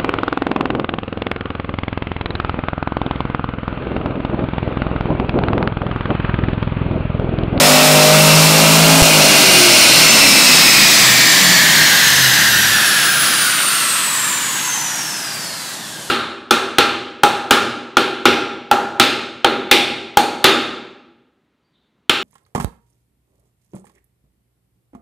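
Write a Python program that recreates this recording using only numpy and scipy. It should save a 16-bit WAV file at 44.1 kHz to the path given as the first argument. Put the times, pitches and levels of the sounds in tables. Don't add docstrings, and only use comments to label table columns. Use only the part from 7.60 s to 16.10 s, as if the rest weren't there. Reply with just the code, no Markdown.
import sys
import numpy as np
from scipy import signal
from scipy.fft import rfft, irfft, dct
from scipy.io import wavfile
from scipy.ndimage import uniform_filter1d

SR = 44100
rng = np.random.default_rng(int(sys.argv[2]) if len(sys.argv) > 2 else 0)


def rack_gain(trim_db):
    fader = np.asarray(trim_db, float)
    return 10 ** (fader / 20)


def put_to_file(sound):
    columns = np.atleast_2d(sound).T
    safe = np.clip(columns, -1, 1)
    whole_steps = np.round(safe * 32767)
    wavfile.write(sys.argv[1], SR, whole_steps.astype(np.int16))


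N = 374850
TIME = np.arange(N) / SR
FULL_DRUM_HZ, FULL_CYCLE_HZ = 9000, 54


def unit(x):
    return x / np.sqrt(np.mean(x ** 2))


def curves(table):
    s, *columns = np.transpose(table)
    return [np.interp(TIME, s, c) for c in columns]


def shaped(x, gain):
    return irfft(rfft(x) * gain(np.arange(len(x) // 2 + 1) * SR / len(x) + 1), len(x))


def wander(steps):
    count = int(steps[-1]) + 2
    return np.interp(steps, np.arange(count), rng.standard_normal(count))


def resonances(f, table):
    return 1 + sum(rack_gain(db) / (1 + ((f - centre) / width) ** 2) for centre, width, db in table)


def after_shut(fall_s):
    shut_s = 1.44
    return np.exp(-np.clip(TIME - shut_s, 0, None) / fall_s)


def band(turns, hz, multiple, width):
    angle = 2 * np.pi * multiple * turns
    sound = wander(width * turns) * np.sin(angle) + wander(width * turns) * np.cos(angle)
    return unit(sound) * (multiple * hz < 17000)


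def whine(turns, hz, multiple):
    tremble = 1.5 * wander(.03 * turns)
    swell = 1 + .3 * wander(90 * TIME)
    return unit(swell * np.sin(2 * np.pi * multiple * turns + tremble)) * (multiple * hz < 19000)


def shop(x):
    t60_s, tail_db = 0.97, -1.5
    t = TIME[:SR]
    low = shaped(rng.standard_normal(SR), lambda f: 1 / np.hypot(1, f / 3000))
    tail = low * rack_gain(-60 * t / t60_s)
    tail += 0.7 * rng.standard_normal(SR) * rack_gain(-60 * t / (0.47 * t60_s))
    tail *= np.clip(t / 0.0086, 0, 1)
    tail /= np.sqrt(np.sum(tail ** 2))
    lead = np.concatenate([x[SR // 2:0:-1], x])
    return x + rack_gain(tail_db) * signal.fftconvolve(lead, tail)[SR // 2:SR // 2 + N]


# (time [s], ridges passing [Hz])
DRUM = [
    (0, 8335),
    (.4, 8600),
    (1.5, 9096),
    (2.1, 9060),
    (2.4, 8850),
    (3, 8180),
    (3.4, 7700),
    (5, 5800),
    (8.5, 1419),
]


def drum():
    hz, = curves(DRUM)
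    return hz, np.cumsum(hz) / SR


# (time [s], four-stroke cycle [Hz])
CYCLE = [(0, 50.4), (.35, 51.2), (1.38, 54.3), (1.46, 54.0), (1.65, 51.0), (2.14, 42.7), (2.69, 34.6),
         (2.92, 31.6), (3.4, 26.5), (4.36, 18.3), (4.75, 15.5), (5.1, 13.4), (5.6, 11.8), (6.5, 11),
         (8.5, 10.8)]


def engine_speed():
    return curves(CYCLE)[0]


# (frequency [Hz], level [dB per Hz])
ROAR_COLOUR = [(24, -51), (40, -33), (87, -18), (166, -6), (268, -4.5), (420, -11), (596, -6), (1230, -2),
               (1620, 2), (2300, -4.5), (2670, -1.5), (4300, 1), (7460, -4), (14300, -15.5), (15800, -18.5)]
# (level at speed [dB], drum rate under which it sinks [Hz],
# slope [dB per octave of speed], change while driven [dB], least level [dB])
ROAR_RANGES = [
    (-19, 11000, 4.5, 2.1, -48),
    (-14.5, 6560, 12, -0.5, -54),
    (-12.5, 7670, 17, -3.5, -41.5),
    (-18, 9800, 7.5, 1.3, -43),
    (-20.5, 8000, 11, -.4, -64),
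]


def roar(drum_hz, turns):
    hz, db = np.transpose(ROAR_COLOUR)
    edges = [1, 900, 3500, 7500, 11500, SR]
    out, swell = 0, wander(20 * TIME)
    load = after_shut(0.22)
    revs_db = 4 * np.log2(engine_speed() / FULL_CYCLE_HZ)
    for low, high, (top_db, knee_hz, slope_db, load_db, least_db) in zip(edges, edges[1:], ROAR_RANGES):
        level_db = top_db + slope_db * np.minimum(np.log2(drum_hz / knee_hz), 0) + load_db * load
        gain = np.hypot(rack_gain(level_db + revs_db * (low == 1)), rack_gain(least_db))

        def colour(f):
            edge = np.sqrt((1 + (low / f) ** 8) * (1 + (f / high) ** 8))
            return rack_gain(np.interp(np.log(f), np.log(hz), db)) / edge

        noise = shaped(rng.standard_normal(N), colour)
        out = out + unit(noise) * gain * rack_gain(0.4 * swell + 0.72 * wander(18 * TIME))
    valley = 0
    for wave in (np.sin(2 * np.pi * .2 * turns), np.cos(2 * np.pi * .2 * turns)):
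        valley = valley + 2 * wave * uniform_filter1d(uniform_filter1d(out * wave, size=90), size=90)
    return out - 0.46 * valley


# (start [s], end [s], pitch [Hz], width [Hz], level [dB])
BRAKE = [
    (1.6, 2.7, 4170, 160, -27),
    (2.3, 3.08, 5170, 200, -24),
]


def brake():
    out = 0
    for start, end, hz, width, db in BRAKE:
        held = np.clip(np.minimum((TIME - start) / .03, (end - TIME) / 0.036), 0, 1)
        out = out + held * rack_gain(db + 2.1 * wander(12 * TIME)) * band(TIME, 1, hz, width)
    return out


# (frequency [Hz], width [log Hz], gain [dB])
HORN = [(1646, 0.19, 6.5), (2570, 0.18, 3), (4200, 0.19, 4.5), (5200, 0.066, 9)]


def horn(f):
    db = sum(top * np.exp(-(np.log(f / hz) / width) ** 2) for hz, width, top in HORN)
    return rack_gain(db - 4.5) / np.hypot(1, (1000 / f) ** 2)


# (multiple of the ridge rate, level [dB])
TREAD = [(.17, -17), (.225, -6), (.245, -1.5), (.27, 0.5), (.29, -3.5), (.31, 2.5), (.335, -4), (.46, -4.5),
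         (.49, -6), (.55, -10.5), (.59, -8.5), (.62, -5), (.65, -3.5), (.82, -5.5)]


def tread_song(hz, turns, load):
    level_db = -11 + 12 * np.log2(hz / FULL_DRUM_HZ) - 4.5 * load
    level_db = level_db - 20 * np.clip(4 * (1 - hz / 1800), 0, 1)
    song = sum(rack_gain(db) * band(turns, hz, k, max(.018, .045 * k)) for k, db in TREAD)
    return shaped(rack_gain(level_db) * unit(song), horn)


# (frequency [Hz], level [dB])
RIDGE_COLOUR = [(2700, -47), (3600, -42), (4800, -31), (7000, -24), (9700, -20.5), (11000, -25.5),
                (15000, -27.5), (17000, -31)]
# (multiple of the ridge rate, level under that octave [dB])
BEATS = [(1.3, -13), (1.69, -12), (1.85, -12), (2.14, -15), (2.3, -7.5), (2.45, -13)]
# (multiple of the ridge rate, level [dB])
UPPER = [(2.68, -7), (3.15, -8), (3.3, -6), (4, -8), (4.3, -10)]


def ridge_whine(hz, turns, load):
    beat_width = .1
    pitch, colour_db = np.transpose(RIDGE_COLOUR)

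    def radiated(k):
        return rack_gain(np.interp(np.log(k * hz), np.log(pitch), colour_db))

    ridge = radiated(1) * whine(turns, hz, 1.005)
    octave = radiated(1.98) * whine(turns, hz, 2)
    octave = octave + sum(rack_gain(db) * radiated(k) * band(turns, hz, k, beat_width) for k, db in BEATS)
    third = whine(turns, hz, 3) * (3 * hz < 17000) * (hz / FULL_DRUM_HZ * 1.9)
    upper = third + sum(rack_gain(db) * band(turns, hz, k, beat_width) for k, db in UPPER)
    upper_db = -8 - 26.5 + 6 * np.log2(hz / 4300)
    return rack_gain(0.3 - 8.5 * load) * ridge + rack_gain(-1.35) * octave + rack_gain(upper_db) * upper


def tyres(hz, turns):
    load = after_shut(0.22)
    patchy = rack_gain(1.2 * wander(24 * TIME))
    return patchy * (tread_song(hz, turns, load) + ridge_whine(hz, turns, load))


def pop():
    pop_s, length_s, level_db = 1.4232, 0.0018, 9
    return rack_gain(level_db) * np.exp(-((TIME - pop_s) / length_s) ** 4)


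# (frequency [Hz], width [Hz], gain [dB])
STANDING = [(103.4, 3.6, 2), (128, 4.1, 8.5), (156.9, 1.9, 10.5), (164.2, 2.7, 12), (208, 1.9, 2),
            (254, 1.9, 9), (282.8, 6.3, 15), (351, 13, 6), (556, 5.5, 10), (606, 20, 4.5), (620, 7.6, 8.5),
            (648, 8, 2.5), (706, 7, 13), (765, 9, 11)]


def standing(hz):
    return np.interp(TIME, TIME[::256], resonances(hz[::256], STANDING))


# (multiple of the cycle, level [dB])
PULLING = [(1, -26), (2, -18), (3, 2), (4, -8.5), (5, -5.5), (6, -16), (7, -15.5), (8, -12.5), (9, -7.5),
           (10, -5.5), (11, -7.5), (12, -2), (13, -16), (14, -12.5), (15, -10.5), (16, -8), (17, -14),
           (18, -4.5), (19, -15), (20, -10.5), (21, -16), (22, -9), (23, -8), (24, -11), (25, -11),
           (26, -6.5), (27, -26), (28, -16), (29, -10), (30, -35)]
# (multiple of the cycle, level [dB])
COASTING = [(1, -30), (2, -20), (3, -7.5), (4, -4.5), (5, -8), (6, 0.5), (7, -5.5), (8, 4.5), (9, -6.5),
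            (11, -3), (13, -6.5), (16, -10.5), (20, -20), (30, -15.5)]
# (frequency [Hz], width [Hz], gain [dB])
PIPE = [(108, 12, -2), (149, 43, 9.5), (274, 47, 13.5), (352, 71, -11), (627, 97, 22.5)]
# (multiple of the cycle, under load [dB], shut [dB], slope [dB per octave of revs])
LEADING = [(3, -26, -30.5, 30), (5, -29, -36.5, 6), (8, -30.5, -28, 6), (12, -29.5, -38, 9)]


def engine():
    throttle = after_shut(0.21)
    hz = engine_speed()
    octaves = np.log2(hz / FULL_CYCLE_HZ)
    idling = np.clip((TIME - 5.6) / 0.54, 0, 1)
    pull_db, coast_db = -15, -23 + 5.5 * octaves - 7 * idling
    cycle = np.cumsum(hz * (1 + .004 * wander(20 * TIME))) / SR
    leading = {round(row[0]): row[1:] for row in LEADING}
    dying_db = 7 * np.minimum(hz - 14.5, 0)
    notes, pulling, coasting = 0, 0, 0
    for multiple, db in PULLING:
        k = round(multiple)
        wave = np.sqrt(2) * np.sin(2 * np.pi * (k * cycle + rng.random()))
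        if k in leading:
            open_db, shut_db, slope_db = leading[k]
            note_db = throttle * open_db + (1 - throttle) * (shut_db + slope_db * octaves) + dying_db
            wobble_db = (1.5 + 3.9 * (1 - throttle)) * wander(9 * TIME)
            notes = notes + wave * standing(k * hz) * rack_gain(note_db + wobble_db)
            continue
        pulling = pulling + wave * standing(k * hz) * rack_gain(db + 2 * wander(4 * TIME))
        shut_db = np.interp(k, *np.transpose(COASTING))
        coasting = coasting + wave * rack_gain(shut_db + 3.5 * wander(9 * TIME))
    rung = shaped(coasting, lambda f: resonances(f, PIPE))
    puffs = np.exp(-(8 * cycle % 1) / 0.13) * rng.standard_normal(N)
    gas = shaped(puffs, lambda f: 1 / np.hypot(1, (f / 260 - 260 / f) / 0.88))
    shut = unit(rung) + rack_gain(-3.0) * unit(gas)
    return notes, rack_gain(pull_db) * throttle * unit(pulling) + rack_gain(coast_db) * (1 - throttle) * shut


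def scene():
    hz, turns = drum()
    notes, exhaust = engine()
    near = shop(tyres(hz, turns) + exhaust + brake()) * rack_gain(-2.0) + roar(hz, turns)
    near = shaped(np.pad(near, (0, SR // 5)), lambda f: 1 / np.sqrt(1 + (129 / f) ** 6))[:N]
    return np.array([near + notes + pop()] * 2)


def overload(x):
    drive_db, clip, knee = 1, 0.72, 4.2
    hot = x * rack_gain(drive_db)
    return hot / (1 + np.abs(hot / clip) ** knee) ** (1 / knee)


def camera_grain(x):
    hop, offset, top_hz = 1024, 879, 15750
    step_db, follow, scatter_db = -5, .8, 2.5
    half, lead = hop // 2, 2 * hop - offset
    padded = np.pad(x, (lead, 3 * hop - (N + lead) % hop))
    blocks = padded.reshape(-1, hop)
    window = np.sin(np.pi * (np.arange(2 * hop) + .5) / (2 * hop))
    a, b, c, d = np.split(np.hstack([blocks[:-1], blocks[1:]]) * window, 4, axis=1)
    lines = dct(np.hstack([-c[:, ::-1] - d, a - b[:, ::-1]]), type=4, norm="ortho")
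    hz = (np.arange(hop) + .5) * SR / (2 * hop)
    loud = np.sqrt(np.mean(lines ** 2, axis=1, keepdims=True))
    scatter = np.repeat(rng.standard_normal((len(lines), hop // 32)), 32, axis=1)
    finer_db = 20 * np.clip((13500 - hz) / 8000, 0, 1)
    step = loud ** follow * rack_gain(step_db - finer_db + scatter_db * scatter)
    y = dct(np.round(lines / step) * step * (hz < top_hz), type=4, norm="ortho")
    u, v = y[:, :half], y[:, half:]
    frames = np.hstack([v, -v[:, ::-1], -u[:, ::-1], -u]) * window
    return (frames[1:, :hop] + frames[:-1, hop:]).ravel()[lead - hop:lead - hop + N]


# (time [s], low edge [Hz], high edge [Hz], level [dB])
FLICKER = [(1.664, 13720, 15210, -32), (2.014, 7600, 9030, -28), (2.221, 7600, 8970, -17),
           (2.362, 8190, 9735, -27), (2.503, 5170, 6900, -16), (3.106, 5140, 6300, -20),
           (3.314, 13010, 14440, -33), (3.688, 4615, 5770, -20), (3.895, 5620, 6990, -27),
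           (3.895, 9600, 11120, -28), (4.871, 4176, 5225, -25), (4.871, 6820, 8345, -26),
           (5.146, 4200, 5200, -26), (5.497, 5160, 6260, -29), (6.195, 4130, 5200, -36),
           (6.589, 7440, 8990, -27), (7.217, 5200, 7040, -34), (7.844, 4580, 5850, -36),
           (7.889, 5700, 6950, -41), (8.073, 4580, 5750, -43), (8.26, 4160, 5340, -45)]


def flicker():
    side = np.zeros(N)
    size = 2048
    for s, low, high, db in FLICKER:
        start = int(s * SR) - size // 2
        noise = shaped(rng.standard_normal(size), lambda f: (f > low) * (f < high))
        side[start:start + size] += unit(noise) * rack_gain(db) * signal.windows.tukey(size, .7)
    return side


def band_limit(x):
    return signal.sosfilt(signal.butter(12, 16010, fs=SR, output="sos"), x)


def record(dry):
    mid = camera_grain(overload(dry[0]))
    side = flicker()
    return band_limit(np.array([mid + side, mid - side]))


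dry = scene()
out = record(dry)
put_to_file(out)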